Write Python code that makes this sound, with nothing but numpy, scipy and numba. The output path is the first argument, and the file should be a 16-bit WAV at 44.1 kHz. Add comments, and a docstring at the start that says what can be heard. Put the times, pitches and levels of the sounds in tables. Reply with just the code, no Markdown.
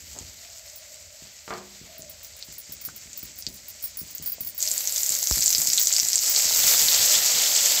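"""In a kitchen, close above the stove, chillies fizz quietly in hot oil in a wok: coloured hiss and tiny bursts.
A hand taps a steel tumbler (soft pressure pulses) and glass bangles clink (fading sines and ticks).
Then wet spice paste drops in: the oil spits (short ringing bubbles, oily snaps), crackles and swells to a
dense roar of steam bubbles. The phone is jolted once; wooden knocks are modes with noisy tails.
Narrow bands of noise make the faint rumble, the low air and a hollow drone behind it all."""
import sys
import numpy as np
from scipy import signal
from scipy.fft import rfft, irfft
from scipy.io import wavfile
from scipy.ndimage import uniform_filter1d
from numba import njit

SR = 44100
rng = np.random.default_rng(int(sys.argv[2]) if len(sys.argv) > 2 else 0)


def unload_audio(sound):
    """Save the sound as a 16-bit wav file, at the path given as the first command line argument."""
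    columns = np.transpose(np.atleast_2d(sound))
    # keep every value between -1 and 1, then stretch to whole-number steps
    steps = np.round(np.clip(columns, -1, 1) * 32767)
    wavfile.write(sys.argv[1], SR, steps.astype(np.int16))


N = 343980
TIME = np.arange(N) / SR

# frying bed, a lump lands, then the bulk of the paste: t/s, middling bubbles level/dB, large level/dB, tiny level/dB
FRYING_LEVELS = [(0, -47.5, -55, -52.5), (1.2, -49.5, -56.5, -56.5), (1.9, -52.5, -56, -59.5),
                 (2.8, -47.5, -55.5, -56.5), (4.57, -48.5, -56.5, -55), (4.61, -31, -47, -31.5),
                 (4.8, -34, -45.5, -31), (5.5, -27, -44, -28.5), (6.2, -27, -42.5, -30),
                 (6.35, -23, -37, -28), (6.7, -22.5, -33, -22), (7.1, -23, -31.5, -26.5),
                 (7.8, -23.5, -31.5, -28.5)]
# colour of wok and microphone: f/Hz, relative level per Hz/dB
OIL_COLOUR = [(88, -49), (150, -24), (333, -27), (500, -15.5), (683, -15), (1110, -22), (1350, -18.5),
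              (1770, -20), (3600, -10), (4600, 0), (5900, 2.5), (7170, 6), (7900, 4.5), (9410, -23.5),
              (10600, -23), (12800, -14.5), (15600, -18.5)]
LARGE_HZ, TINY_HZ = 4000, 9400  # large bubbles sound below the first, tiny ones above the second
# the bowl of the wok favours one band; its level at 0 dB of middling bubbles, and dB per dB of them
WOK_HZ, WOK_WIDTH_HZ = 2040, 770
WOK_DB, WOK_FOLLOWS = -30, 0.67
# crackle over hiss when large bubbles match middling ones (dB, before each band's trim);
# it gains as the large ones fall behind (dB per dB)
CRACKLE_DB, CRACKLE_GAIN = -10.5, 0.76

# single loud spits: t/s, level/dB, f/Hz
SPIT_EVENTS = [(0.1884, -19.5, 6960), (0.9433, -27, 7730), (1.538, -26, 4470), (2.021, -25, 6800),
               (2.2475, -26, 6010), (2.4255, -20.5, 4400), (3.1316, -23, 6850), (3.4241, -22, 5100),
               (3.4666, -11, 4740), (4.182, -19.5, 6660), (4.605, -13, 6540), (4.6266, -3, 6910),
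               (4.653, -16, 6960), (4.6756, -8.5, 5360), (4.715, -4.5, 7600), (4.7789, -7, 7470),
               (4.8074, -13, 6980), (4.8543, -15, 6400), (4.8741, -5.5, 6500), (4.9235, -11, 7760),
               (4.9614, -9, 6500), (5.0325, -5, 7200), (5.0625, -9, 7000), (5.0927, -4.5, 7550),
               (5.1215, -7.5, 7260), (5.1513, -6, 6700), (5.2285, -7.5, 6520), (5.272, -3.5, 6100),
               (5.2993, -9, 7100), (5.326, -9, 5360), (5.376, -16, 4690), (5.3889, -11, 7300),
               (5.4073, -7, 7410), (5.4235, -5, 5500), (5.4601, -2, 7520), (5.4791, -1, 6760),
               (5.5282, -3.5, 5990), (5.5492, -2, 4940), (5.582, -3, 7000), (5.6177, -3.5, 7360),
               (5.6732, -5, 6260), (5.701, -6.5, 5200), (5.7335, -4, 6830), (5.7761, -3, 7280),
               (5.781, -4.5, 4030), (5.815, -4, 6470), (5.8717, -1, 6420), (5.9268, -3, 7050),
               (5.9647, -3.5, 5120), (5.9992, -1, 5740), (6.0863, -7, 7410), (6.1318, -2, 5560),
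               (6.1567, 0, 7520), (6.1906, -7, 6360), (6.3623, -4.5, 4700), (6.8841, -3, 4540),
               (6.9424, -5, 4740), (7.1523, -9, 3520)]
# deeper bubbles: t/s, level/dB, f/Hz
PLOP_EVENTS = [(2.8877, -28.5, 1410), (4.383, -36.5, 615)]
# small spits get deeper as large bubbles catch up: large over middling level/dB, share of the pitch (ratio)
POP_SINKING = [(-16, 1), (-9, .72)]
SPIT_CYCLES, PLOP_CYCLES = 13, 12  # cycles until 60 dB down
SWELL_SHARE = 0.4  # the part subtracted for the swell fades in this share of the time
SNAP_DB, SNAP_SCATTER_DB = -6, 2  # re the spit
SPUTTER_DB, SPUTTER_S = (-11, -14, -17), 0.005  # three after-bubbles re the spit, longest wait
# small spits at random: level over middling bubbles, its spread, pitch before sinking
POPS_FROM_S, POP_DB, POP_SPREAD_DB, POP_HZ = 4.6, 5.5, 2, (4350, 7900)

# bangle clinks: t/s, first bangle level/dB, second re first level/dB, third re first level/dB
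CLINK_EVENTS = [(0.7587, -33.5, -3, -13), (1.9809, -38.5, -1, -10), (2.096, -38, -4, -9),
                (2.231, -36, -6, -17), (2.2484, -39, -9, -14), (2.4468, -40, -13, -18),
                (2.5247, -33, -14, -19), (2.582, -28, -4, -13), (2.7214, -24, -8, -21),
                (2.813, -32, -7, -17), (2.85, -22, -7, -19), (2.9617, -30.5, -11, -19),
                (3.1745, -28.5, -3, -17), (3.229, -31, -4, -17), (3.3797, -39, -4, -15),
                (3.3874, -30, -10, -15), (3.487, -39, -14, -12), (3.5409, -32, -12, -17),
                (3.683, -28, -9, -18), (3.826, -28.5, -6, -8.5), (3.8394, -25.5, 1, -13),
                (3.8574, -28, -9, -15), (3.9715, -27.5, -4, -9.5), (3.989, -25, -4, -21),
                (4.0125, -36, -4, -16), (4.0736, -40, -8, -17), (4.1081, -32, -8, -16),
                (4.1502, -23.5, -9, -29), (4.2243, -29.5, -3, -15), (4.2605, -19, -10, -19),
                (4.274, -24, -2, -20), (4.3196, -21, -10, -28), (4.4071, -22, -4, -18),
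                (4.4478, -26, -2, -16), (4.4717, -22.5, -9, -18), (4.5467, -42, 5, -12),
                (4.5791, -15.5, -16, -26), (5.7958, -15, -2, -16), (6.297, -18, -2, -15),
                (6.5677, -16, -7, -20)]
# modes of the three bangles, one list each: f/Hz, level/dB, t60/s
BANGLE_MODES = [
    [(14350, -3, 0.047), (14000, -28, 0.04), (4800, -22, 0.08), (4570, -30, 0.06), (12400, -41, 0.093)],
    [(15460, -6, 0.036), (15400, -10, 0.07), (15300, -1.5, 0.064), (15300, -15, .06), (5420, -13, 0.063)],
    [(9120, -8, 0.11), (8950, -6, 0.12), (10260, -3, 0.031), (10030, -5, 0.1), (10750, -1.5, 0.029)],
]
JINGLE_S, JINGLE_DB = (1.95, 4.56), -45  # faint random clinks while the hand taps: span, middle level

# dull thuds of the hand on the tumbler: t/s, level/dB
THUD_EVENTS = [(0.2114, -35), (1.2233, -38), (1.8146, -34), (1.995, -36), (2.487, -38), (2.695, -37),
               (2.8808, -35.5), (3.0586, -40.5), (3.232, -34.5), (3.4733, -30), (4.017, -32.5),
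               (4.1996, -34), (4.4087, -35.5), (4.7166, -42), (5.1058, -36), (5.3727, -28), (5.584, -30.5),
               (5.6839, -34.5), (6.0285, -37), (6.4575, -35), (6.5957, -37), (6.645, -33.5), (6.821, -34.5),
               (6.996, -33.5), (7.165, -36), (7.3433, -36)]
# returns from floor and wall: delay t/s, level re the blow/dB
THUD_ECHOES = [(0.013, -6), (0.019, -7)]
BUMP_S, BUMP_DB, JOLT_S = 5.312, -14.5, 0.00014  # jolt of the phone: time, level, bell width
CRACK_DB = -3  # the case of the phone cracks

# wood set down: t/s, reference level/dB
KNOCK_EVENTS = [(1.4788, -31), (1.506, -25.5), (1.526, -31.5)]
# modes of the wood: f/Hz, level/dB, t60/s
WOOD_MODES = [(198, -7, 1.07), (366, -1.5, 0.55), (454, -0.5, 0.19), (617, 0, 0.15), (680, -12, 0.19),
              (914, 1, 0.095), (1200, 1, 0.25), (1370, 4, 0.11), (1590, -6, .1), (1825, -8, 0.087),
              (1990, -7, .1), (2270, -2, 0.04)]
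SCUFF_S, SCUFF_DB, SCUFF_RISE_S, SCUFF_FALL_S = 0.139, -46.5, 0.028, 0.13  # something drags briefly

# the hollow drone comes and goes: t/s, length t/s, level/dB, pitch at the start f/Hz
DRONE_EVENTS = [(0.361, 0.78, -60, 680), (1.85, 0.24, -55, 649), (4.624, 0.057, -54, 622)]
DRONE_HZ, DRONE_DB, DRONE_FOLLOWS = 596, -32, 0.64  # level at 0 dB of large bubbles, dB per dB of them
DRONE_RISE_S, DRONE_FALL_S, DRONE_SETTLE_S, DRONE_WAVER_HZ = 0.025, 0.2, 0.4, 6
RUMBLE_DB, AIR_DB = -62.5, -66.5

TOP_HZ, CEILING = 15620, 0.86  # the phone's top edge, and the amplitude its peaks round off towards


def frying():
    """Hiss and crackle share one colour; large, middling and tiny bubbles swell each in their own way."""
    mid_db, large_db, tiny_db = curves(FRYING_LEVELS)
    crackle_db = CRACKLE_DB + CRACKLE_GAIN * (mid_db - large_db)
    colour = response(OIL_COLOUR)
    white = rng.standard_normal(N)
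    bursting = crackle(count=14000, spread_db=4.5, cycles=4.5)
    hiss = rfft(signal.fftconvolve(white, colour)[:N])
    bursts = rfft(signal.fftconvolve(bursting, colour)[:N])

    hz = np.fft.rfftfreq(N, 1 / SR)
    large = 1 / (1 + (hz / LARGE_HZ) ** 8)
    tiny = 1 - 1 / (1 + (hz / TINY_HZ) ** 24)
    wok = 1 / (1 + (2 * (hz - WOK_HZ) / WOK_WIDTH_HZ) ** 2)
    bands = [  # spectral share, level in dB, crackle trim in dB
        (large, large_db, -3.0),
        (1 - large - tiny, mid_db, 0.1),
        (tiny, tiny_db, 1.1),
        (wok, WOK_DB + WOK_FOLLOWS * mid_db, -4.0)]

    out = 0
    surge = 0.65 * walk(20) + 0.57 * walk(40)  # dB, common to all bands
    for share, db, trim_db in bands:
        steady = irfft(hiss * share, N)
        mix = steady + undb(crackle_db + trim_db) * irfft(bursts * share, N)
        gain = undb(db + surge + 0.82 * walk(25)) / np.std(steady)
        # more crackle takes the place of hiss
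        out = out + mix * gain / np.sqrt(1 + undb(2 * crackle_db))
    return out


def crackle(count, spread_db, cycles):
    """Steam bubbles burst at random: a few cycles each, mostly small, a few large; flat spectrum."""
    when, pitch, size, length = rng.random((count, 4)).T
    hz = 800 + 14500 * pitch
    rarest = 0.012  # bounds the largest bursts
    sign = np.sign(length - 0.5)
    gain = np.sqrt(hz) * undb(-spread_db * np.log(size + rarest)) * sign
    t60 = cycles * (0.5 + length) / hz
    return unit(ring(when * N / SR, hz, t60, gain, N, SR))


def spits():
    """A large bubble swells within a millisecond, rings a few cycles and sputters on; a snap throws oil."""
    s, db, hz = np.vstack([SPIT_EVENTS, pops(count=220)]).T
    chance = rng.random((len(s), 7)).T
    snap_db = db + SNAP_DB + SNAP_SCATTER_DB * (2 * chance[6] - 1)
    snaps = snap(s + 2 / hz, snap_db)  # two cycles into the bubble

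    plop_s, plop_db, plop_hz = np.transpose(PLOP_EVENTS).copy()
    plops = ring(plop_s, plop_hz, PLOP_CYCLES / plop_hz, undb(plop_db), N, SR)

    waits = np.vstack([0 * s, SPUTTER_S * chance[:3]])
    pitches = np.vstack([hz, hz * (0.8 + 0.35 * chance[3:6])])
    # peak of swell times fade
    top = (1 - SWELL_SHARE) * SWELL_SHARE ** (SWELL_SHARE / (1 - SWELL_SHARE))
    bubbles = 0
    for wait, pitch, softer_db in zip(waits, pitches, (0, *SPUTTER_DB)):
        t60 = SPIT_CYCLES / pitch
        gain = undb(db + softer_db) / top
        fade = ring(s + wait, pitch, t60, gain, N, SR)
        onset = ring(s + wait, pitch, SWELL_SHARE * t60, gain, N, SR)
        bubbles = bubbles + fade - onset
    # the microphone is dull in one band, as in the colour of the oil
    return snaps + plops + bubbles - 0.8 * band(bubbles, 8700, 10600, order=1)


def pops(count):
    """Rows for the smaller spits once the paste is in; they follow the level of the frying."""
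    when, size, pitch = rng.random((count, 3)).T
    s = np.interp(when, [0, 1], [POPS_FROM_S, TIME[-300]])
    mid_db, large_db, _ = (c[(s * SR).astype(int)] for c in curves(FRYING_LEVELS))
    sink = np.interp(large_db - mid_db, *np.transpose(POP_SINKING))
    hz = np.interp(pitch, [0, 1], POP_HZ) * sink
    db = mid_db + POP_DB - POP_SPREAD_DB * np.log(0.05 + size)
    return np.transpose([s, db, hz])


def snap(s, db):
    """Sharp clicks in the colour of wok and microphone."""
    clicks, colour = np.zeros(N), response(OIL_COLOUR)
    clicks[(np.asarray(s) * SR).astype(int)] = undb(db)
    return signal.fftconvolve(clicks, colour / np.max(np.abs(colour)))[:N]


def bangles():
    """Each clink rings the three bangles and ticks; they chatter and scrape a few more times right after."""
    s, db, second_db, third_db = np.vstack([CLINK_EVENTS, jingle(count=12)]).T
    out, ticks = 0, np.zeros(N)
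    later = rng.random((len(s), 4)).T * 0.029  # s
    for modes, level_db in zip(BANGLE_MODES, (db, db + second_db, db + third_db)):
        out = out + strike(s, level_db, modes, 3.0, 0.003)
        for wait in later[:3]:
            out = out + strike(s + wait, level_db - 9, modes, 5.0, 0.004)
    for wait in np.vstack([0 * s, later]):
        # later ticks are softer, 150 dB per second
        ticks[((s + wait) * SR).astype(int)] = undb(db + third_db + 23 - 150 * wait)
    return out + band(ticks, 11000, 14000, order=1)


def jingle(count):
    """Rows for the faint clinks: time and levels by chance."""
    when, size, second, third = rng.random((count, 4)).T
    s = np.interp(when, [0, 1], JINGLE_S)
    db = JINGLE_DB + 8 * (size - 0.5)
    return np.transpose([s, db, 12 * (second - 0.7), -5 - 10 * third])


def thuds():
    """Soft blows come back from floor and wall, then boom briefly; the jolt of the phone cracks and swings out."""
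    s, db = np.transpose(THUD_EVENTS)
    taps = push(s, db, 0.00061)
    for wait, echo_db in THUD_ECHOES:
        taps = taps + push(s + wait, db + echo_db, 0.0014)
    boom = decay(s + 0.0078, db - 18.5, 0.54, 27, 280)
    # a 58 Hz sine, pushed the opposite way
    swing = ring(np.array([BUMP_S + 0.00033]), np.array([58.0]), np.array([0.1]), -undb([BUMP_DB - 4]), N, SR)
    jolt = band(push([BUMP_S], [BUMP_DB], JOLT_S), 44, 6000, order=1)
    crack = snap([BUMP_S - 0.0006], [CRACK_DB])
    return band(taps, 51, 980, order=1) + boom + swing + jolt + crack


def push(s, db, width_s):
    """Soft blows: bell-shaped pressure pulses."""
    blows = np.zeros(N)
    blows[(np.asarray(s) * SR).astype(int)] = undb(db)
    t = np.arange(-300, 301) / SR
    return signal.fftconvolve(blows, np.exp(-0.5 * (t / width_s) ** 2), "same")


def knocks():
    """Wood set down on a counter: its modes, a crack and a noisy tail from the kitchen; earlier, a short drag."""
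    s, db = np.transpose(KNOCK_EVENTS)
    crack = decay(s, db - 6.0, 0.023, 420, 3000)
    tail = decay(s, db - 12.5, 0.36, 370, 1500) + decay(s, db - 23.5, 0.71, 84, 640)
    drag = swell(SCUFF_S, SCUFF_RISE_S, 0, SCUFF_FALL_S) * undb(SCUFF_DB + 1.3 * walk(68))
    wood = strike(s, db - 14.0, WOOD_MODES, 1, 0.002)
    return wood + crack + tail + drag * unit(band(rng.standard_normal(N), 150, 850))


def kitchen():
    """Wavering rumble, a narrow hollow drone and faint low air between them in pitch."""
    rumble = unit(band(rng.standard_normal(N), 52, 95, order=3)) * undb(RUMBLE_DB + 3.0 * walk(6))
    large_db = curves(FRYING_LEVELS)[1]
    drone = hollow(DRONE_HZ + 0 * TIME, undb(DRONE_DB + DRONE_FOLLOWS * large_db))
    for s, length_s, db, start_hz in DRONE_EVENTS:
        gain = undb(db) * swell(s, DRONE_RISE_S, length_s, DRONE_FALL_S)
        glide = (start_hz - DRONE_HZ) * np.exp(-abs(TIME - s) / DRONE_SETTLE_S)
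        drone = drone + hollow(DRONE_HZ + glide + DRONE_WAVER_HZ * walk(7.1), gain)
    air = unit(band(rng.standard_normal(N), 72, 246, order=2)) * undb(AIR_DB + 2.5 * walk(2.6))
    return rumble + drone + air


def hollow(hz, gain):
    """A narrow band of noise around a moving centre: slow complex noise turned at that pitch."""
    slow = unit(band(rng.standard_normal(N), 2, 40)) + 1j * unit(band(rng.standard_normal(N), 2, 40))
    return np.real(slow * np.exp(2j * np.pi * np.cumsum(hz) / SR)) * gain


def room(x, t60, wet_db, damp_hz):
    """A short smear of echoes: the sound plus its copy through fading noise."""
    t = np.arange(int(t60 * SR)) / SR
    noise = band(rng.standard_normal(len(t)), 57, damp_hz, order=1)
    tail = noise * undb(-60 * t / t60) * np.minimum(t / 0.009, 1)
    return x + undb(wet_db) * signal.fftconvolve(x, tail / np.sqrt(np.sum(tail ** 2)))[:N]


def strike(s, db, modes, scatter_db, drift):
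    """Every blow rings all modes, each with a strength and pitch that vary a little."""
    hz, mode_db, t60 = np.transpose(modes)
    chance = rng.standard_normal((len(s), 2, len(hz)))
    gain = undb(db[:, None] + mode_db + scatter_db * chance[:, 0])
    pitch = np.minimum(hz * (1 + drift * chance[:, 1]), 0.45 * SR)
    rows = np.broadcast_arrays(s[:, None], pitch, t60, gain)
    return ring(*(r.flatten() for r in rows), N, SR)


@njit
def ring(s, hz, t60, gain, n, sr):
    """One fading sine for every row, stopped once it is 60 dB down."""
    out = np.zeros(n)
    for k in range(len(s)):
        step = np.exp((2j * np.pi * hz[k] - np.log(1000) / t60[k]) / sr)
        z = gain[k] + 0j
        start = int(s[k] * sr)
        for j in range(start, min(n, start + int(t60[k] * sr))):
            out[j] += z.imag
            z *= step
    return out


def decay(s, db, t60, lo_hz, hi_hz):
    """Noise that starts at each blow and dies away."""
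    blows = np.zeros(N)
    blows[(s * SR).astype(int)] = undb(db)
    fading = signal.lfilter([1], [1, -undb(-60 / (t60 * SR))], blows)
    return fading * unit(band(rng.standard_normal(N), lo_hz, hi_hz))


def swell(s, rise_s, hold_s, fall_s):
    """Gain that rises, holds and falls."""
    return np.interp(TIME - s, np.cumsum([0, rise_s, hold_s, fall_s]), [0, 1, 1, 0]) ** 2


def response(points, size=1024):
    """Causal impulse response with the colour of (Hz, dB) points, from the folded cepstrum."""
    hz, db = np.transpose(points)
    bins = np.log(np.fft.rfftfreq(size, 1 / SR) + 1)
    cepstrum = irfft(np.log(undb(np.interp(bins, np.log(hz), db))))
    cepstrum[1:size // 2] *= 2
    cepstrum[size // 2 + 1:] = 0
    return irfft(np.exp(rfft(cepstrum)))


def walk(rate):
    """Random levels, a new one every 1 / rate s with straight slews between; spread a little over 1."""
    k = int(SR / rate)
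    held = np.repeat(rng.standard_normal(N // k + 1), k)
    return 1.48 * uniform_filter1d(held, k)[:N]


def curves(table):
    """The columns of a table, sample by sample."""
    s, *columns = np.transpose(table)
    return [np.interp(TIME, s, c) for c in columns]


def band(x, lo_hz, hi_hz, order=2):
    """Band-pass."""
    return signal.sosfilt(signal.butter(order, [lo_hz, hi_hz], "band", fs=SR, output="sos"), x)


def unit(x):
    """Scale to rms 1."""
    return x / np.sqrt(np.mean(x ** 2))


def undb(db):
    """dB to gain."""
    return 10 ** (np.asarray(db) / 20)


def scene():
    """All sources; wok and stove add a very short tail to spits and glass."""
    near = room(spits() + bangles(), t60=0.07, wet_db=-9, damp_hz=15000)
    return (frying() + near + thuds() + knocks() + kitchen())[None]


def record(dry):
    """The phone drops the deepest bass, rounds the loudest peaks and cuts the top."""
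    near = signal.sosfilt(signal.butter(4, 40, "high", fs=SR, output="sos"), dry)
    rounded = CEILING * np.tanh(near / CEILING)
    return signal.sosfilt(signal.ellip(12, 0.2, 85, TOP_HZ, fs=SR, output="sos"), rounded)


dry = scene()
out = record(dry)
unload_audio(out)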